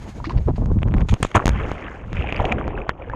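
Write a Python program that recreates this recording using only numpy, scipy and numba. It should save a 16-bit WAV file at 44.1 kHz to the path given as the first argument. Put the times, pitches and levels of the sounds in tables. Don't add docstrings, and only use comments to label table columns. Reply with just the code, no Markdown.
import sys
import numpy as np
from scipy import signal
from scipy.fft import rfft, irfft
from scipy.io import wavfile
from scipy.ndimage import uniform_filter1d
from numba import njit

SR = 44100
rng = np.random.default_rng(int(sys.argv[2]) if len(sys.argv) > 2 else 0)


def output_pcm(signal):
    pcm = np.clip(np.atleast_2d(signal).T, -1, 1) * 32767
    wavfile.write(sys.argv[1], SR, np.round(pcm).astype(np.int16))


N = 138915

# start in seconds, rumble in dB, gurgle of large bubbles in dB,
# fizz of small bubbles in dB, typical fizz pitch in Hz.
WATER_LEVELS = [(1.2, -36, -51, -62, 1820), (1.242, -27.5, -59, -71, 1840), (1.308, -51, -47.5, -48, 2200),
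                (1.352, -30, -55, -59, 1555), (1.422, -30, -31.5, -39.5, 1426), (1.46, -24, -57, -62, 1690),
                (1.5, -19.5, -46, -39, 1556), (1.54, -20, -45, -42, 1504), (1.562, -20.5, -34, -32.5, 1600),
                (1.72, -29, -38, -40, 1714), (1.808, -35, -39.5, -40.5, 1890),
                (1.96, -35, -39.5, -45, 1415), (2.116, -30.5, -46.5, -53, 2380),
                (2.16, -20, -36.5, -39, 2080), (2.34, -34, -36.5, -37.5, 2260),
                (2.4, -20, -31, -37.5, 1970), (2.498, -31, -26.5, -39.5, 2390),
                (2.556, -19.5, -35, -45, 2210), (2.59, -27.5, -30.5, -41.5, 1490),
                (2.666, -24, -27.5, -48, 1736), (2.758, -32, -31, -54, 2050),
                (2.786, -21.5, -29, -45, 1700), (2.862, -44, -38.5, -58, 1660),
                (2.9, -28.5, -38.5, -35, 1560), (2.926, -39, -40.5, -57.5, 1720),
                (3.15, -32, -37, -51, 1610)]
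# time in seconds, pitch in Hz.
GURGLE_PITCH = [(1.4, 520), (2.3, 477.5), (2.42, 640), (2.6, 417), (2.72, 518), (2.82, 595), (3.15, 561)]
# from in seconds, to in seconds, muting in dB.
SEALED_SPANS = [(1.45, 1.491, -24)]
# time in seconds, signed step (linear), rise in ms.
SNAP_STEPS = [(0.437, 0.016, 0.46), (0.6594, 0.069, 0.06), (.717, 0.023, 0.098), (0.789, 0.036, 0.18),
              (0.8312, 0.32, 0.71), (0.8848, 0.057, 0.083), (.912, 0.057, .2), (.921, -0.077, .2),
              (.9405, -0.24, 0.56), (0.947, -0.1, 0.22), (.969, 0.033, .15), (0.983, 0.14, .2),
              (1.008, -.1, 0.097), (1.017, 0.2, 0.19), (1.0871, 0.15, 0.044), (1.129, -0.052, 0.58),
              (1.1313, 0.27, 0.4), (1.1405, 0.36, 0.035), (1.2032, 0.067, 0.67), (1.228, 0.49, 0.31),
              (1.2307, -0.54, 0.19), (1.2488, -0.14, 0.54), (1.2502, 0.42, 0.39), (1.4561, -0.4, 0.49),
              (1.458, 0.89, 0.024), (1.4686, 0.071, 0.35), (1.469, -0.55, 0.057), (1.4783, -0.24, 0.35),
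              (1.4798, 0.71, 0.016), (1.49, 0.31, 0.35), (1.4926, -0.53, 0.035), (1.7166, 0.26, 0.1),
              (2.1306, 0.12, 0.08), (2.325, 0.21, 0.089), (2.4036, -0.44, 0.48), (2.4537, 0.28, 0.096),
              (2.6794, 0.29, 0.14), (2.891, 0.15, 0.43), (2.8937, -0.17, 0.089), (3.0985, 0.092, 0.13)]
# start in seconds, pitch in Hz, peak in dB,
# cycles at the starting pitch in half the ring.
RING_EVENTS = [(.201, 940, -26, 13), (0.2423, 1150, -17.5, 10), (0.296, 2700, -30, 9.9),
               (.306, 1004, -18.5, 10.7), (.355, 65.7, -9.5, 6.9), (1.2288, 8300, -11.5, 20),
               (1.229, 1750, -2, 5.1), (1.2303, 3190, 1.5, 6.2), (1.248, 7100, -23, 16),
               (1.345, 2390, -4.5, 1.7), (1.348, 2030, -18, 2.6), (1.394, 1240, -6.5, 3.1),
               (1.4, 1070, -7.5, 5.8), (1.441, 536, -9.5, 2.2), (1.499, 53.4, -17, 12),
               (1.6946, 1130, -5, 1.5), (2.169, 2330, -14, 5.2), (2.198, 2500, -22, 5),
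               (2.223, 2620, -16.5, 7.9), (2.242, 800, -19, 13), (2.2892, 2320, -16.5, 18),
               (2.3246, 2540, -4.5, 5.2), (2.363, 4620, -32.5, 20), (2.36, 2300, -18, 8.7),
               (2.38, 2170, -19, 7.1), (2.393, 610, -14.5, 5.4), (2.399, 860, -5.5, 3.8),
               (2.405, 770, -14, 8.9), (2.416, 570, -6, 4), (2.443, 727, -9, 8.9), (2.4535, 2250, -2, 2.1),
               (2.489, 2200, -22, 6), (2.496, 2480, -22.5, 7.9), (2.518, 2300, -14, 13),
               (2.5223, 2354, -4.5, 11), (2.583, 1450, -17, 6), (2.612, 1094, -12.5, 4.8),
               (2.753, 2540, -32, 22), (2.777, 900, -23, 5), (2.786, 2530, -29.5, 14),
               (2.817, 2440, -23.5, 9.6), (2.866, 800, -23, 6.6), (2.8931, 1300, 14, 0.78),
               (2.895, 1100, -13.5, 3.5), (2.904, 1750, -23.5, 11), (3.022, 2300, -26, 9.8),
               (3.098, 1626, -19.5, 11), (3.135, 960, -16.5, 12)]
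SQUEAK_EVENTS = [(.249, 1690, -28.5, 37, 1.75), (.269, 291, -19, 14, 0.73), (.31, 950, -26.5, 13, 1.7)]
# time in seconds, rumble in dB, flutter above 200 Hz in dB.
WIND_LEVELS = [(0.0, -36.5, -40), (0.086, -33, -43.5), (0.11, -38, -48), (0.154, -32, -36.5),
               (0.286, -28, -42.5), (0.37, -13, -37), (0.444, -36.5, -65), (0.468, -11.5, -62),
               (0.552, -21, -44), (0.66, -15, -35.5), (0.684, -22, -34.5), (0.72, -13, -41),
               (0.794, -20.5, -38.5), (0.866, -12.5, -37), (0.896, -18, -37.5), (1.02, -12, -25),
               (1.068, -30, -50), (1.132, -5, -30), (1.186, -56, -48), (1.21, -29, -68)]
# start in seconds, nominal length in seconds, level in dB,
# tilt in dB per octave.
GUST_BURSTS = [(.33, 0.054, -36.5, 3.5), (.472, 0.039, -18, -0.5), (.535, 0.013, -29.5, -4),
               (.575, 0.042, -24.5, -3.5), (.61, .04, -22, -2.5), (.655, 0.0095, -43, 9.5),
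               (.7, 0.026, -20.5, -3), (.75, 0.041, -23, -6), (.829, 0.0097, -26.5, 1.5),
               (.853, 0.02, -20.5, -1), (.872, 0.028, -25, -1), (.905, 0.03, -29.5, -0.5),
               (.937, 0.019, -16, -5), (.963, 0.028, -28, 4.5), (.992, 0.027, -26, 3.5),
               (1.045, 0.015, -29, 0), (1.122, 0.018, -15.5, 0.5), (1.2025, 0.011, -23.5, -4)]
# start in seconds, nominal length in seconds, level in dB, tilt in dB per octave.
SPRAY_BURSTS = [ (.8185, 0.012, -30.5, -7), (.873, 0.006, -42, -2.5), (.94, 0.004, -45, 5.5),
                (1.003, 0.025, -42.5, -1), (1.0868, 0.011, -28.5, 3.5), (1.092, 0.057, -40.5, 6),
                (1.2281, 0.0051, -15.5, 0.5), (1.233, 0.036, -39, 5.5), (1.246, 0.01, -34, 1.5),
                (1.252, 0.023, -39.5, 4), (1.272, .055, -52.5, 4), (1.14, 0.033, -40.5, -4),
                (1.314, 0.0052, -35, 0.5), (1.394, 0.0072, -32, -10), (1.345, 0.046, -23.5, -4),
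                (1.4, 0.049, -39, -8), (2.521, 0.0077, -24, -4.5)]
# start in seconds, nominal length in seconds, level in dB,
# tilt in dB per octave.
RUSTLE_BURSTS = [(.241, 0.034, -36.5, 2.5), (.293, 0.035, -35, -1), (.37, 0.023, -41.5, -1),
                 (.558, 0.018, -45, 0.5)]
# time in seconds, level in dB.
HISS_LEVELS = [(0.0, -52), (0.19, -55), (0.38, -61.5), (0.7, -64.5), (1.0, -71.5), (1.18, -60.5),
               (1.42, -59), (2.08, -70), (2.15, -67), (2.48, -64.5), (2.56, -79), (2.83, -84), (3.15, -86)]
# frequency in Hz, relative level in dB per Hz.
WATER_SPECTRUM = [(12, -34), (20, -7), (64, -1.5), (200, -14), (260, -22.5), (440, -120)]
WIND_SPECTRUM = [(12, -30), (20, -1.5), (32, 1.5), (112, -3), (183, -11.5), (200, -12), (260, -41),
                 (440, -120)]
FLUTTER_SPECTRUM = [(120, -33), (200, 1), (500, -11.5), (1000, -19.5), (2000, -43), (4000, -55.5),
                    (9000, -74.5)]
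SPRAY_SPECTRUM = [(240, -35.5), (400, -3), (1480, -4), (1640, -13), (1800, -8), (2310, -5.5), (3500, -13.5),
                  (5000, -30.5), (6560, -28), (11000, -45), (14000, -67.5)]
RUSTLE_SPECTRUM = [(410, -38.5), (700, -8), (1080, -6), (1450, -16), (1830, -10), (3230, -20.5),
                   (4690, -19), (9000, -54.5), (11700, -81), (19800, -120)]
HISS_SPECTRUM = [(410, -25.5), (700, 3.5), (1450, -0.5), (1750, 0), (1880, -2), (2140, -1.5), (2780, -5.5),
                 (5900, -14), (14000, -26)]

POPS_FROM_S = 2.12
SLAM_S, SLAM_HOLD_S, SLAM_FADE_MS = 1.349, 0.015, 6.2
SLAM_HZ, SLAM_WANDER = 942.5, 0.33
HEAVE_HZ, HEAVE_DB = 103.3, -1
SLAM_DRIVE_DB, SLAM_DB, LEAK_DB = 13, -7, -26
SNAP_DECAY_MS, CRACKLE_DB, CRACKLE_MS = 3.5, -6.5, 0.52
PORT_HZ, PORT_T60_S, PORT_DB = 6620, .009, -16.5
PORT_WIDTH_HZ, PORT_LIFT_DB = 470, 5
HOUSING_HZ = 3285
MIC_LOW_HZ, MIC_TOP_HZ, TOP_HZ = 18, 11400, 15800


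def water():
    t, levels = np.arange(N) / SR, np.array(WATER_LEVELS)
    gurgle_hz = np.interp(t, *np.array(GURGLE_PITCH).T)
    fizz_hz = np.interp(t, levels[:, 0], levels[:, 4])
    gurgle = swarm(count=4500, centre_hz=gurgle_hz, octaves=1.514, cycles=6.3, scatter_db=3.5)
    fizz = swarm(count=6000, centre_hz=fizz_hz, octaves=1.324, cycles=6.4, scatter_db=3.5)
    ticks = port_colour(swarm(count=2500, centre_hz=5400, octaves=.8, cycles=6, scatter_db=2.5))
    pops = swarm(count=450, centre_hz=2340, octaves=0.6, cycles=4.5, scatter_db=3.5)

    rumble = coloured(WATER_SPECTRUM) * undb(0.47 * walk(24.93))
    gurgle = housing(gurgle) * undb(3.5 + 2.0 * walk(30.015))
    fizz = fizz * undb(2.0 + 2.2 * walk(70))
    pops = pops * (t > POPS_FROM_S) * undb(-1.5)
    ticks = ticks * undb(-31.0 + 4.1 * walk(30.32))
    small_bubbles = housing(fizz + pops) + ticks

    seal_db = sum(db * .5 * (np.tanh((t - start) / 0.00067) - np.tanh((t - end) / 0.0013))
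                  for start, end, db in SEALED_SPANS)
    flow = (curve(WATER_LEVELS, 1) * rumble
            + curve(WATER_LEVELS, 2) * gurgle
            + curve(WATER_LEVELS, 3) * small_bubbles)
    return undb(seal_db) * flow


def slam():
    t = np.arange(N) / SR - SLAM_S
    size = (t > 0) * np.exp(-1000 * np.maximum(t - SLAM_HOLD_S, 0) / SLAM_FADE_MS)
    pocket_hz = SLAM_HZ * np.exp(SLAM_WANDER * walk(500))
    pocket = np.sin(2 * np.pi * np.cumsum(pocket_hz) / SR) * undb(4.6 * walk(300))
    heave = undb(HEAVE_DB) * np.cos(2 * np.pi * HEAVE_HZ * t + 0.46) * size
    rough = walk(900) + undb(-5.0) * walk(3000)
    flat = np.tanh(undb(SLAM_DRIVE_DB) * size * (pocket + heave + rough))
    thump = undb(SLAM_DB) * port(housing(flat) + undb(LEAK_DB) * flat)
    band = signal.butter(2, [5600, 8600], "band", fs=SR, output="sos")
    froth = port_colour(signal.sosfilt(band, rng.standard_normal(N)))
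    return thump + undb(-26.0 + 7.1 * walk(250)) * size * froth


def snaps():
    t = np.arange(N) / SR
    push = sum(step * .5 * (1 + np.tanh(2000 * (t - s) / max(rise_ms, .02))) for s, step, rise_ms in SNAP_STEPS)
    edge = sum(abs(step) * np.exp(-(1000 * (t - s) / CRACKLE_MS) ** 2) for s, step, _ in SNAP_STEPS)
    return port(push + undb(CRACKLE_DB) * edge * walk(5000))


def rings():
    rising = [row + (0.13,) for row in RING_EVENTS]
    events = np.array(rising + SQUEAK_EVENTS, float)
    rough = 1 + 0.22 * walk(1500)

    def ring(rows):
        start = (rows[:, 0] * SR).astype(np.int64)
        hz, cycles, glide = rows[:, 1].copy(), rows[:, 3].copy(), rows[:, 4].copy()
        return rough * grains(start, hz, undb(rows[:, 2]), cycles, glide, N)

    high = events[:, 1] > 1.2 * HOUSING_HZ
    return housing(ring(events[~high])) + ring(events[high])


def spray():
    drops = port_colour(bursts(SPRAY_BURSTS, SPRAY_SPECTRUM, 0.085, patchy_db=4.0, rate=220))
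    return drops + bursts(RUSTLE_BURSTS, RUSTLE_SPECTRUM, 0.072, patchy_db=4.0, rate=380)


def wind():
    buffet = coloured(WIND_SPECTRUM) * undb(2.26 * walk(30.17))
    flutter = coloured(FLUTTER_SPECTRUM) * undb(-0.5 + 3.9 * walk(60))
    gusts = bursts(GUST_BURSTS, FLUTTER_SPECTRUM, 0.16, patchy_db=3.5, rate=400)
    return curve(WIND_LEVELS, 1) * buffet + curve(WIND_LEVELS, 2) * flutter + gusts


def hiss():
    air = undb(5) * port_colour(coloured(HISS_SPECTRUM))
    return curve(HISS_LEVELS, 1) * air * undb(2.5 * walk(60) + 1.8 * walk(16))


def port(push):
    edge = np.diff(push, prepend=0)
    t = np.arange(2048) / SR
    leak = np.exp(-1000 * t / SNAP_DECAY_MS)
    ringing = undb(PORT_DB) * np.sin(2 * np.pi * PORT_HZ * t) * 1000 ** (-t / PORT_T60_S)
    return signal.fftconvolve(edge, leak + ringing)[:N]


def port_colour(x):
    peak = signal.iirpeak(PORT_HZ, PORT_HZ / PORT_WIDTH_HZ, fs=SR)
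    return x + undb(PORT_LIFT_DB) * signal.lfilter(*peak, x)


def housing(x):
    return signal.sosfilt(signal.cheby2(5, 30, 1.311 * HOUSING_HZ, fs=SR, output="sos"), x)


def swarm(count, centre_hz, octaves, cycles, scatter_db):
    r = rng.random((count, 5))
    start = (r[:, 0] * N).astype(np.int64)
    hz = (centre_hz * np.ones(N))[start] * 2 ** (octaves * (r[:, 1] + r[:, 4] - 1))
    peak = undb(-scatter_db * np.log(1.003 - r[:, 2]))
    return unit(grains(start, hz, peak, cycles * (.5 + r[:, 3]), np.full(count, 0.15), N))


@njit
def grains(start, hz, peak, cycles, glide, size):
    out = np.zeros(size)
    for k in range(len(start)):
        n = int(2 * cycles[k] * SR / hz[k])
        phase = 0.
        for i in range(min(n, size - start[k])):
            u = i / n
            phase += 2 * np.pi * hz[k] * (1 + glide[k] * u) / SR
            out[start[k] + i] += peak[k] * min(phase / 3, 1.) * np.exp(-5 * u) * np.sin(phase)
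    return out


def bursts(table, spectrum, attack, patchy_db, rate):
    out = np.zeros(N)
    for s, length_s, db, tilt_db in table:
        i, n = int(s * SR), int(1.5 * length_s * SR)
        u = np.arange(n) / (length_s * SR)
        shape = np.exp(-1.5 * u ** 3) * np.minimum(u / attack, 1)
        out[i:i + n] += undb(db) * unit(coloured(spectrum, 8192, tilt_db)[:n]) * shape
    return out * undb(patchy_db * walk(rate))


def coloured(spectrum, size=N, tilt_db=0):
    points, hz = np.array(spectrum), np.maximum(np.fft.rfftfreq(size, 1 / SR), 1)
    db = np.interp(np.log(hz), np.log(points[:, 0]), points[:, 1], left=-90, right=-90)
    db = db + tilt_db * np.log2(hz / 2000)
    return unit(irfft(rfft(rng.standard_normal(size)) * undb(db), size))


def walk(rate):
    k = int(SR / rate)
    held = np.repeat(rng.standard_normal(N // k + 1), k)
    return unit(uniform_filter1d(uniform_filter1d(held, k), k)[:N])


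def curve(table, column):
    a = np.array(table)
    return undb(np.interp(np.arange(N) / SR, a[:, 0], a[:, column], left=-120, right=-120))


def undb(db):
    return 10 ** (np.asarray(db) / 20)


def unit(x):
    return x / np.sqrt(np.mean(x ** 2))


def scene():
    return (water() + slam() + snaps() + rings() + spray() + wind() + hiss())[None]


def record(dry):
    rounded = 0.78 * np.tanh(dry / 0.87)
    mic = signal.butter(2, [MIC_LOW_HZ, MIC_TOP_HZ], "band", fs=SR, output="sos")
    top_cut = signal.ellip(8, .2, 70, TOP_HZ, fs=SR, output="sos")
    return signal.sosfilt(top_cut, signal.sosfilt(mic, rounded))


dry = scene()
out = record(dry)
output_pcm(out)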